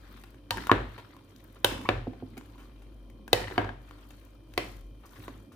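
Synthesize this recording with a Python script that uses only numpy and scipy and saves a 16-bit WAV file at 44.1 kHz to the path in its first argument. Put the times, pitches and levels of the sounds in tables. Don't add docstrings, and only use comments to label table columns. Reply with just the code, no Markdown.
import sys
import numpy as np
from scipy import signal
from scipy.fft import rfft, irfft
from scipy.io import wavfile
from scipy.ndimage import uniform_filter1d

SR = 44100
rng = np.random.default_rng(int(sys.argv[2]) if len(sys.argv) > 2 else 0)


def to_wav(s):
    ch = np.atleast_2d(s).T
    pcm = np.round(np.clip(ch, -1, 1) * 32767)
    wavfile.write(sys.argv[1], SR, pcm.astype(np.int16))


def field_ratio(decibels):
    return 10 ** (np.asarray(decibels, dtype=float) / 20)


N = 244755

# (frequency [Hz], level [dB])
AIR_TONE = [(60, -13.5), (110, -18), (175, -27.5), (300, -30), (520, -15.5), (900, -34.5), (1900, -49.5),
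            (2800, -43.5), (4500, -39.5), (6000, -44.5), (7600, -53), (9500, -40.5), (15800, -70.5)]
AIR_DB = -57
# (frequency [Hz], width [Hz], level [dB], steadiness [0-1])
WHINES = [(302, 160, -61.5, 0), (1020, 250, -80, 0.06), (2440, 230, -83.5, .05), (3120, 350, -80, .05),
          (5780, 150, -92.5, 0.1), (14510, 400, -88.5, 0.1)]
# (frequency [Hz], width [Hz], steadiness [0-1])
BOOM_MODES = [(48.6, 3.2, 0.9), (103.7, 36, 0.07)]
# (time [s], level [dB])
DRONE = [(0, -50.5), (.22, -53), (.4, -55.5), (1.2, -64.5), (1.55, -55.5), (2.1, -54.5), (2.55, -52),
         (3, -48.5), (3.3, -52.5), (3.8, -50), (3.9, -51.5), (4.4, -55.5), (4.84, -43.5), (5.15, -58.5),
         (5.4, -50), (5.55, -80.5)]
DRONE_UPPER_DB = -59
# (order [1], level [dB])
SHAFT_ORDERS = [(6, -68), (11, -76), (12, -85), (13, -81), (14, -83), (15, -85), (16, -86), (18, -86),
                (20, -84), (21, -86), (22, -80), (24, -86), (25, -88), (28, -88), (48, -90), (49, -83),
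                (50, -93), (51, -92), (53, -94), (61, -92), (62, -88), (63, -86), (64, -89), (65, -84),
                (66, -87), (74, -91), (75, -95), (83, -94), (119, -96)]
SHAFT_HZ, SHAFT_DB, SHAFT_WOBBLE_DB = 48.99, 0, 4

# (time of full effort [s], length [s], cubes sliding [dB], wetness [dB], weight of heap [dB])
STROKES = [(0.144, 0.3, -58, -10.5, 0), (0.621, 0.097, -45, -16.5, 7), (0.963, 0.28, -56, -15.5, 0),
           (1.443, 0.74, -64, -10, 0.5), (1.717, 0.044, -39.5, -13, -1), (1.857, 0.085, -54.5, -10, 12.5),
           (2.153, 0.51, -66, -33, 11), (2.504, 0.83, -64, -11, 3), (3.257, 0.4, -78.5, -25, 23),
           (3.393, 0.06, -37, -17, -5), (3.54, 0.13, -49.5, -15, 0), (3.608, 0.1, -73, -27.5, 5),
           (3.91, 0.17, -60.5, -11, -8), (4.124, 0.33, -62, -8, -1.5), (4.675, 0.18, -55, -6.5, 4),
           (5.073, 0.12, -76.5, -18.5, 0), (5.229, 0.26, -56.5, -8.5, -13), (5.51, 0.81, -79, -10, 25)]
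STROKE_RISE, STROKE_FADE_DB = 0.49, -6
HEAP_LAG = 1.17
# (frequency [Hz], level [dB])
SLIDE_TONE = [(500, -34), (800, -5), (1300, -2.5), (2500, -10), (4200, -12), (6000, -23)]
# (frequency [Hz], level [dB])
FIZZ_TONE = [(4000, -32), (6000, 4.5), (7600, 1), (10000, 2.5), (13000, 0.5), (15500, -1.5)]
# (frequency [Hz], level [dB])
HEAP_TONE = [(120, -35.5), (200, 10), (290, 15.5), (450, -10), (700, -16.5)]

# (time [s], level [dB], centre [Hz])
SNAPS = [(0.047, -62, 10600), (0.0992, -61, 12300), (0.126, -46.5, 14000), (0.2114, -56, 9100),
         (0.306, -51, 10100), (1.3622, -42, 6740), (1.417, -64.5, 9400), (1.4412, -44.5, 13660),
         (1.477, -51, 10500), (1.526, -51, 12200), (1.5474, -50, 13400), (2.4613, -50, 12250),
         (3.89, -51, 9700), (3.9597, -64, 9540), (4.0894, -50, 12900), (4.2, -50, 12670),
         (4.23, -60, 12060), (4.2503, -46, 11000), (4.81, -47.5, 7340), (5.2303, -41, 14860)]
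# (time [s], level [dB], centre [Hz], wet snap [dB], length [ms])
SCRAPES = [(0.237, -37.5, 1060, -11.5, 6.6), (0.344, -42.5, 1533, -16.5, 3.5), (0.978, -33, 930, -19.5, 23),
           (1.557, -43.5, 1153, -24, 22), (2.133, -35.5, 970, -58, 12), (2.369, -38.5, 2250, -13.5, 12),
           (2.377, -31.5, 1510, -7, 7.9), (2.58, -44, 1105, -12.5, 140), (2.819, -46, 694, -8, 21),
           (3.982, -47, 1157, -18, 20), (4.106, -40.5, 2410, -8.5, 7.6), (5.035, -46, 900, -27, 46),
           (5.055, -42.5, 1094, 4, 26), (5.159, -42.5, 1010, -6, 91), (5.222, -55, 1970, -7, 45),
           (5.521, -45, 1190, -5.5, 68)]

# (time [s], blow [dB], steel crack [dB], room share [dB], clack between modes [dB])
KNOCKS = [
    (0.506, -11, -15, -2.5, -28.5),
    (0.7138, 2, -37, -3.5, -8.5),
    (1.644, -2, -9, -3, -12),
    (1.888, -4, -35, -2.5, -10),
    (3.329, 0, -14.5, -7, -22),
    (3.578, -7.5, -41.5, 1.5, -15),
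    (4.576, -8.5, -20.5, -2, -15),
    (5.279, -26.5, -28.5, -5.5, -13),
]
# (frequency [Hz], width [Hz], level [dB])
WALL_SPOTS = [
    [(520, 41, 4), (740, 58, 3.5), (930, 19, 7.5), (1220, 92, 0), (1580, 110, 1.5), (1876, 100, -3.5),
     (2730, 1600, -8), (3846, 170, -12), (4390, 170, -6), (5460, 100, -10.5)],
    [(513.4, 110, 11), (814, 51, 5), (1560, 140, 6.5), (2609, 56, -3.5), (3138, 260, 1.5), (3690, 500, -2),
     (1993, 300, -13), (1200, 200, -15), (946, 53, 5)],
    [(493, 110, 9), (746, 240, 0.5), (1982, 120, -2.5), (2583, 95, -5), (3060, 210, -9.5), (3830, 720, -7),
     (1630, 90, -5), (4340, 84, -12.5), (4830, 75, -18.5)],
    [(413, 180, 1), (719, 37, 6), (1060, 126, -1), (2064, 156, 2), (2400, 140, -6), (2590, 88, -7.5),
     (546, 145, 0), (3300, 290, -10), (4280, 494, -13), (3730, 90.4, -18), (4660, 73, -16),
     (5420, 150, -16.5)],
]
# (frequency [Hz], width [Hz], level [dB])
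FLOOR_SPOTS = [
    [(284, 77, -1), (450, 98, 1.5), (1090, 270, 2), (1380, 120.3, -14.5), (1720, 150, 0.5),
     (2470, 160, -16.5), (3030, 250, -24), (3800, 700, -24.5)],
    [(526, 91, 5.5), (735.6, 25, 7.5), (1110, 310, -2.5), (1740, 69, 0.5), (2436, 360, -4.5),
     (3600, 480, -16), (4600, 680, -27)],
    [(264, 36, -1.5), (725, 43, 5.5), (930, 96, -7), (1640, 60, -1), (2160, 86, -9.5), (3020, 205, -19.5),
     (4570, 480, -30.5)],
    [(287, 36, 10), (513, 190, 3), (1060, 110, 5), (1464, 110, -23), (1940, 190, -8), (2380, 59, -12),
     (3920, 300, -30)],
]
# (frequency [Hz], level [dB])
CLACK_TONE = [(120, -26.5), (200, -4.5), (320, 9), (900, 3.5), (2200, 1.5), (4000, -10), (5200, -15.5),
              (7500, -52.5)]
# (frequency [Hz], level [dB])
CRACK_TONE = [(3500, -19), (5300, 1.5), (6100, -1), (7500, -2), (9500, 1.5), (12400, -2.5), (15500, -5),
              (16500, -22.5)]
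TAIL_TILT_DB = 0.2
# (frequency [Hz], width [Hz])
SPREAD = [(550, 630), (3200, 2300)]

# (time [s], slow sway [dB], quick thump [dB])
JOLTS = [
    (0.506, -45, -39.5),
    (0.715, -37, -24.5),
    (1.646, -43.5, -35.5),
    (1.888, -38.5, -30.5),
    (2.07, -58.5, -36),
    (2.225, -59.5, -39.5),
    (3.327, -43, -31.5),
    (3.58, -44.5, -31.5),
    (4.573, -52.5, -40.5),
    (5.188, -55, -45),
]
SWAY_S, THUMP_S, THUMP_HZ = 0.072, 0.12, 105

# (time [s], level [dB], t60 [s])
SLIDES_DOWN = [
    (0.511, -39.5, 0.48),
    (1.652, -38, 0.73),
    (3.338, -33.5, 0.48),
    (4.584, -42, 0.29),
]
# (frequency [Hz], width [Hz], level [dB])
RINGS = [
    [(940, 49.9, -1), (1237, 46, -24.5), (1478, 44, -23), (1803, 72, -13), (2990, 170, -14),
     (3650, 44.6, -14), (5080, 29, -16.5)],
    [(490, 33, -5.5), (980, 150, -7), (1570, 71, -13), (2185, 250, -15.5), (2680, 100, -7),
     (2974, 160, -10), (3523, 120, -12.5), (4060, 160, -24.5), (5070, 68, -16)],
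    [(526, 30, -3), (737, 19, -6), (900, 47, -5), (1190, 35, -18.5), (1900, 220, -9.5), (2387, 26, -9),
     (3000, 67, -10), (3920, 32, -16), (4420, 56, -15.5), (5120, 87, -19)],
    [(733, 14, -9), (1420, 58, -21), (2050, 72, -6), (2460, 32, -4.5), (2600, 69, -2.5), (3080, 110, -5),
     (4100, 240, -19), (4700, 33, -18.5), (5150, 26, -20.5)],
]
WET_DAMPING_HZ = 110

# (time [s], level [dB], ring [Hz],
# wet snap [dB], ring width [Hz])
GRAZES = [(0.572, -25.5, 1800, -16, 300), (0.696, -28.5, 2600, -29.5, 770), (3.561, -36.5, 1720, -22, 400),
          (4.538, -37.5, 2024, -3, 2524), (1.646, -19, 12500, -30, 3000), (1.631, -56, 12000, -10.5, 6000),
          (5.281, -48, 7700, -29, 6000), (5.288, -52, 4900, -20, 4000), (5.093, -52, 5000, -20, 3000),
          (3.645, -44, 3700, -30.5, 2200), (3.692, -46, 3200, -30, 840)]
# (time [s], level [dB], ring [Hz], wet snap [dB])
TAPS = [(0.67, -23.5, 1300, -14), (0.75, -33.5, 1060, -25.5), (1.166, -43.5, 1060, -14),
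        (2.411, -39.5, 1000, -24), (3.1, -45.5, 2094, -8), (3.279, -32.5, 910, -12.5),
        (3.474, -32, 1630, -52), (3.473, -39.5, 3000, -40.5), (3.482, -33.5, 1900, -34),
        (3.481, -29.5, 1900, -24), (3.502, -32.5, 670, -21.5), (3.521, -35.5, 1900, -34),
        (3.511, -30.5, 700, -48.5), (3.647, -27, 916, -60), (3.91, -36.5, 1166, -24),
        (6.4, -46.5, 2000, -34), (5.222, -48, 2380, -11), (1.779, -32, 1490, -20.5),
        (1.814, -35.5, 1050, -14), (3.441, -29, 1900, -34), (3.416, -27, 520, -37), (3.692, -30, 860, -52),
        (3.617, -27, 910, -53)]
TAP_WIDTH_HZ, UPPER_DB, UPPER_PER_SNAP = 360, -18, 0.21
# (time [s], level [dB], ring [Hz])
PLOPS = [(0.58, -27, 1620), (0.695, -8.5, 1090), (0.994, -43, 960), (1.027, -51, 960), (1.047, -47.5, 1270),
         (1.133, -51, 1220), (1.146, -50, 1030), (1.166, -49, 1060), (1.208, -57, 900), (2.132, -42, 756),
         (2.556, -49, 1020), (2.613, -53, 1100), (2.632, -54, 1150), (2.654, -53, 1164), (3.279, -39, 1584),
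         (3.401, -32, 756), (3.442, -35, 1830), (3.523, -39, 1630), (3.69, -28.5, 1616), (5.036, -51, 1250),
         (5.05, -50, 1160), (5.056, -49, 1110), (5.063, -58, 1380), (5.074, -56, 1110), (5.119, -62, 1410),
         (5.133, -52, 1020), (5.157, -50.5, 1860), (5.163, -52, 1080), (5.294, -54, 1135),
         (5.315, -52, 1100), (5.402, -56, 1060), (5.518, -50.5, 1170)]
PLOP_T60_S, PLOP_RISE_MS = 0.022, 0.5
# (time [s], pitch [Hz], level [dB])
SQUEAK = [
    (1.85, 930, -57.5),
    (1.853, 930, -35),
    (1.859, 1086, -32.5),
    (1.864, 1145, -36.5),
    (1.868, 1140, -45),
    (1.872, 1140, -43),
    (1.879, 1130, -58.5),
]
FLUTTER_HZ, FLUTTER_RAD = 147, 0.64

# (time [s], level [dB], ring [Hz], push brightness [Hz])
THUDS = [
    (2.072, -35.5, 260.4, 481),
    (2.226, -41, 264, 440),
    (3.196, -59.5, 208, 450),
    (3.514, -46, 339, 522),
    (5.189, -59, 264, 450),
    (5.283, -52.5, 257, 408),
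]
# (time [s], level [dB], ring [Hz], push brightness [Hz])
LATE_THUD = (2.374, -47, 255, 400)
FOOT_HZ, TABLE_T60_S = 689, 0.048
TABLE_PAIR, TABLE_PAIR_DB = 1.227, -6.5

# (frequency [Hz], likeness [-1 to 1])
SAME = [(60, .995), (180, .98), (300, .9), (640, .3), (1400, .15), (4000, .06), (15000, .02)]
# (frequency [Hz], right port lag [rad])
LAG = [(400, 0), (560, .2), (720, 1.3), (1000, .6), (1400, .6), (2000, 1.9), (2600, .4), (4000, 1.2),
       (9000, .8)]
# (delay [ms], level [dB])
ECHOES = [(.8, -21.5), (1.6, -16), (2.6, -16.5), (4.5, -20), (7, -21), (9.5, -12.5), (14, -22)]
GAP_HZ, GAP_Q = 4000, 9.9
# (frequency [Hz], t60 [s])
KITCHEN_T60 = [(80, 0.53), (300, 0.33), (1000, 0.4), (3000, 0.42), (7000, 0.55), (15000, 0.25)]
# (frequency [Hz], level [dB])
KITCHEN_TONE = [(80, -11), (300, 1.5), (1000, -5.5), (3000, -4.5), (7000, -0.5), (15000, -5)]
# (frequency [Hz], left minus right [dB])
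PORTS = [(60, 1.5), (150, -2.5), (380, -2), (700, -0.5), (1300, 4), (2800, 3), (3850, 6.5), (6000, 4.5),
         (8000, 5.5), (10000, 5), (15000, 17)]
# (frequency [Hz], level [dB])
MIC_EDGES = [(30, -17), (42, 0), (15600, -1.5), (16200, -18), (17200, -55.5)]


def evened(x):
    return x / np.sqrt(np.mean(x ** 2) + 1e-20)


def read(points, hz):
    f, value = np.transpose(points)
    return np.interp(np.log(hz + 1), np.log(f + 1), value)


def likeness(hz, lowest=-1):
    same = np.clip(read(SAME, hz), lowest, 1)
    return same, np.sqrt(1 - same ** 2)


def add(mix, s, sound):
    part = mix[max(round(s * SR), 0):][:len(sound)]
    part += sound[:len(part)]


def curve(rows, column):
    rows = np.array(rows)
    return field_ratio(np.interp(np.arange(N) / SR, rows[:, 0], rows[:, column]))


def swell(rows, rise_s, fall_s, fade_db):
    t = np.arange(0, N + 64, 64) / SR
    u = t - rows[:, :1]
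    u = np.where(u < 0, -u / rise_s, u / fall_s)
    power = field_ratio(2 * (rows[:, 1:2] + fade_db * u ** 1.42)).sum(axis=0)
    return np.interp(np.arange(N) / SR, t, np.sqrt(power))


def ring(hz, t60, rise_ms):
    t = np.arange(6000) / SR
    return np.sin(2 * np.pi * hz * t) * field_ratio(-60 * t / t60) * (1 - np.exp(-t * 1000 / rise_ms)) ** 2


def wander(x, width):
    r = np.exp(-np.pi * width / SR)
    once = signal.lfilter([1], [1, -r], x, axis=0)
    return signal.lfilter([1], [1, -r], once, axis=0)


def noise(tone, patchy_db, flicker_db):
    frames, hz = N // 128 + 5, np.fft.rfftfreq(512, 1 / SR)
    a, b, c, d, patches = rng.standard_normal((frames, 257, 5)).T
    patches = uniform_filter1d(patches, size=8, axis=0)
    patches = evened(uniform_filter1d(patches, size=10, axis=1))
    flicker = np.minimum(rng.exponential(1, frames), 3.5) - 1
    same, apart = likeness(hz[:, None])
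    left = a + 1j * b
    z = np.array([left, same * left + apart * (c + 1j * d)])
    inside = (hz >= tone[0][0]) & (hz <= tone[-1][0])
    level_db = read(tone, hz)[:, None] + patchy_db * patches + flicker_db * flicker
    z *= inside[:, None] * field_ratio(level_db)
    return evened(signal.istft(z, nperseg=512, noverlap=384)[1][:, :N])


def fuzzy_tone(hz, width, steady):
    same, apart = likeness(hz, lowest=0)
    a, b = rng.standard_normal((N, 2, 2)).T
    z = wander((a + 1j * b).T, width).T
    z = z / abs(z) ** np.clip(steady, 0, 1)
    left, other = (z * np.exp(2j * np.pi * hz * np.arange(N) / SR)).real
    return evened(np.array([left, same * left + apart * other]))


def struck(modes, fill_db, crack_db, tilt_db=0):
    hz = abs(np.fft.fftfreq(4096, 1 / SR))
    power = sum(field_ratio(2 * db) / (1 + (2 * (hz - f) / width) ** 2) ** 1.5 for f, width, db in modes)
    softness = field_ratio(-.1 * (crack_db + 17.5))
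    power = power + field_ratio(2 * read(CLACK_TONE, hz * softness) + 2 * fill_db)
    power *= field_ratio(2 * tilt_db * np.log2(np.clip(hz, 300, 5000) / 1000))
    power += field_ratio(2 * (read(CRACK_TONE, hz) + crack_db))
    minimum_phase = np.exp(np.conj(signal.hilbert(np.log(power) / 2)))
    reply = np.fft.ifft(minimum_phase).real[:2048]
    return reply / abs(reply).max()


def background():
    air = field_ratio(AIR_DB - 8) * noise(AIR_TONE, 0.36, .3)
    whines = sum(field_ratio(db) * fuzzy_tone(hz, width, steady) for hz, width, db, steady in WHINES)
    low = np.hypot(curve(DRONE, column=1), sway()) * fuzzy_tone(*BOOM_MODES[0])
    upper = (field_ratio(DRONE_UPPER_DB) + 0.71 * sway()) * fuzzy_tone(*BOOM_MODES[1])
    return air + whines + low + upper + thumps()


def compressor():
    order, db = np.transpose(SHAFT_ORDERS)[:, :, None]
    phase, lag, drift, pace = rng.random((len(order), 4)).T[:, :, None]
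    t = np.arange(N) / SR
    breath = np.sin(2 * np.pi * ((0.48 + 1.6 * pace) * t + drift))
    gain = np.sqrt(2) * field_ratio(db + SHAFT_DB + SHAFT_WOBBLE_DB * breath)
    turn = 2 * np.pi * (SHAFT_HZ * order * t + phase)
    left = (gain * np.sin(turn)).sum(axis=0)
    right = (gain * np.sin(turn + 1.8 * (lag - .5))).sum(axis=0)
    return np.array([left, right])


def stirring():
    s, length, db, wet_db, heap_db = np.transpose(STROKES)[:, :, None]
    rise, fall = STROKE_RISE * length, (1 - STROKE_RISE) * length
    slide = swell(np.hstack([s, db]), rise, fall, STROKE_FADE_DB)
    fizz = swell(np.hstack([s, db + wet_db]), rise, fall, STROKE_FADE_DB)
    heap = swell(np.hstack([s, db + heap_db]), HEAP_LAG * rise, HEAP_LAG * fall, STROKE_FADE_DB)
    return slide * noise(SLIDE_TONE, 2.5, 3) + fizz * noise(FIZZ_TONE, 2, 4) + heap * noise(HEAP_TONE, 3.5, 1.5)


def snap(hz, width, t60):
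    t = np.arange(512) / SR
    burst = rfft(rng.standard_normal(512) * field_ratio(-60 * t / t60), 1024)
    band = 1 + ((np.fft.rfftfreq(1024, 1 / SR) - hz) / width) ** 4
    burst = irfft(burst / band)[:512]
    return burst / abs(burst).max()


def snaps():
    out = np.zeros(N)
    for s, db, hz in SNAPS:
        add(out, s, field_ratio(db) * snap(hz, 4320, 0.00083))
    return out


def scrape(hz, snap_db, ms):
    slips = rng.standard_normal(3000) ** 3 * np.exp(-np.arange(3000) / SR * 2000 / ms)
    sound = signal.fftconvolve(slips, struck([(hz, 500, 0)], -5.0, snap_db - 9.0))
    return sound / abs(sound).max()


def scrapes():
    out = np.zeros(N)
    for s, db, hz, snap_db, ms in SCRAPES:
        add(out, s, field_ratio(db - 2.5) * scrape(hz, snap_db, ms))
    return out


def dispersed(x):
    for hz, width in SPREAD:
        r = np.exp(-np.pi * width / SR)
        poles = [1, -2 * r * np.cos(2 * np.pi * hz / SR), r ** 2]
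        x = signal.lfilter(poles[::-1], poles, x)
    return x


def knocks():
    direct, feed = np.zeros(N), np.zeros(N)
    blows = KNOCKS[::2] + KNOCKS[1::2]
    for (s, db, crack_db, wet_db, fill_db), modes in zip(blows, WALL_SPOTS + FLOOR_SPOTS):
        s += .0016
        add(direct, s, -field_ratio(db + 2.0) * struck(modes, fill_db, crack_db - 10.5))
        spread = [(hz, 1.7 * width, level_db) for hz, width, level_db in modes]
        add(feed, s, field_ratio(db + wet_db) * struck(spread, fill_db + 8.0, crack_db - 4.0, TAIL_TILT_DB))
    return dispersed(direct), feed


def sway():
    s, db, _ = np.transpose(JOLTS)[:, :, None]
    u = np.maximum(np.arange(N) / SR - s, 0) / SWAY_S
    humps = field_ratio(db) * (u * np.exp(1 - u)) ** 1.7
    return np.sqrt((humps ** 2).sum(axis=0))


def thumps():
    out = np.zeros(N)
    for s, _, db in JOLTS:
        add(out, s, field_ratio(db + 9) * ring(THUMP_HZ, THUMP_S, 4.6) * np.hanning(12000)[6000:])
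    return out


def ringing():
    out, t = np.zeros((N, 2)), np.arange(SR // 2) / SR
    for (s, db, t60), modes in zip(SLIDES_DOWN, RINGS):
        slips, sound = rng.standard_normal((len(t), 2)) ** 3, 0
        for hz, width, level_db in modes:
            same, apart = likeness(hz, lowest=0)
            turn = np.exp(2j * np.pi * hz * t)[:, None]
            pair = slips @ np.array([[0.59, same], [0, apart]])
            tone = turn * wander(pair / turn, width + WET_DAMPING_HZ)
            sound = sound + field_ratio(level_db) * np.sqrt(width / 50 + 1) * evened(tone.real)
        fade = field_ratio(db - 60 * t / t60) * (1 - np.exp(-t / 0.0014))
        add(out, s, fade[:, None] * sound)
    return out.T


def touches():
    out = np.zeros(N)
    for s, db, hz, snap_db, width in [(*row, TAP_WIDTH_HZ) for row in TAPS] + GRAZES:
        modes = [(hz, width, 0), (3000, 1500, UPPER_DB + UPPER_PER_SNAP * snap_db)]
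        add(out, s + 0.00028, field_ratio(db + 3.0) * struck(modes, -12.0, snap_db - 11.5))
    return out


def plops():
    out = np.zeros(N)
    for s, db, hz in PLOPS:
        main = ring(hz, PLOP_T60_S, PLOP_RISE_MS)
        upper = ring(1.55 * hz, 0.55 * PLOP_T60_S, PLOP_RISE_MS)
        add(out, s + 0.0002, field_ratio(db + 4.5) * (main + 0.31 * upper))
    return out


def squeak():
    out = np.zeros(N)
    s, hz, db = np.transpose(SQUEAK)
    t = np.arange(s[0], s[-1], 1 / SR)
    flutter_turn = 2 * np.pi * FLUTTER_HZ * (t - s[0]) ** 1.2 / (s[-1] - s[0]) ** .2
    turn = 2 * np.pi * np.cumsum(np.interp(t, s, hz)) / SR + FLUTTER_RAD * np.sin(flutter_turn)
    tone = np.sin(turn) + 0.34 * np.sin(2 * turn) + 0.05 * np.sin(3 * turn)
    add(out, s[0], field_ratio(np.interp(t, s, db)) * tone)
    return out


def thuds():
    out = np.zeros(N)
    for s, db, hz, push_hz in THUDS + [LATE_THUD]:
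        push = field_ratio(db + 18.5) * ring(push_hz, .012, .55)
        foot = field_ratio(db + 3) * ring(FOOT_HZ, .045, .6)
        add(out, s - .0016, -push - foot)
        add(out, s + .0037, field_ratio(db + 17) * ring(hz, TABLE_T60_S, 2.6))
        pair = ring(TABLE_PAIR * hz, 1.2 * TABLE_T60_S, 2.4)
        add(out, s + .0046, field_ratio(db + 13.5 + TABLE_PAIR_DB) * pair)
    return out


def early(x):
    ms, db = np.transpose(ECHOES)
    taps = np.zeros((2, 1000))
    at = ((ms + 0.021 * rng.uniform(-1.4, 1, (2, len(ms)))) * SR / 1000).astype(int)
    np.put_along_axis(taps, at, field_ratio(db) * (-1.) ** np.arange(len(ms)), 1)
    decay = np.exp(-np.arange(1000) / SR / 0.0024)
    scatter = field_ratio(-13.0) * rng.standard_normal((1000, 2)).T * decay
    scatter = signal.lfilter(*signal.iirnotch(GAP_HZ, GAP_Q, SR), scatter)
    low, high = (signal.butter(4, 2600, kind, fs=SR) for kind in ('low', 'high'))
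    reply = signal.lfilter(*low, taps) + signal.lfilter(*high, scatter)
    return signal.oaconvolve(x, reply, axes=1)[:, :N]


def kitchen(x):
    hz, t, z = signal.stft(rng.standard_normal((2, SR)), SR, nperseg=512)
    same, apart = likeness(hz[:, None])
    z[1] = same * z[0] + apart * z[1]
    decay_db = read(KITCHEN_TONE, hz)[:, None] - 60 * t / read(KITCHEN_T60, hz)[:, None]
    tail = signal.istft(z * field_ratio(decay_db), SR, nperseg=512)[1]
    tail *= 1 - np.exp(-(np.arange(tail.shape[1]) / SR / 0.0035) ** 2)
    return signal.fftconvolve(x[None], tail / np.linalg.norm(tail[0]), axes=1)[:, :N]


def scene():
    direct, feed = knocks()
    small = snaps() + scrapes() + touches() + squeak()
    low = thuds()
    close = direct + small + plops()
    lag = np.exp(-1j * read(LAG, np.fft.rfftfreq(N, 1 / SR)))
    near = np.array([close, irfft(rfft(close) * lag, N)])
    room = kitchen(feed + field_ratio(-5) * small + field_ratio(-8) * low)
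    return near + early(near) + low + room + stirring() + background() + ringing() + compressor()


def top_cut(x):
    return signal.sosfilt(signal.butter(12, 17160, fs=SR, output="sos"), x)


def record(dry):
    hz = np.fft.rfftfreq(N, 1 / SR)
    half = field_ratio(read(PORTS, hz) / 2)
    ports = irfft(rfft(dry) * np.array([half, 1 / half]), N)
    ports = np.tanh(ports / 1.05) * 1.05
    mix = irfft(rfft(ports) * field_ratio(read(MIC_EDGES, hz)), N)
    return top_cut(mix)


dry = scene()
out = record(dry)
to_wav(out)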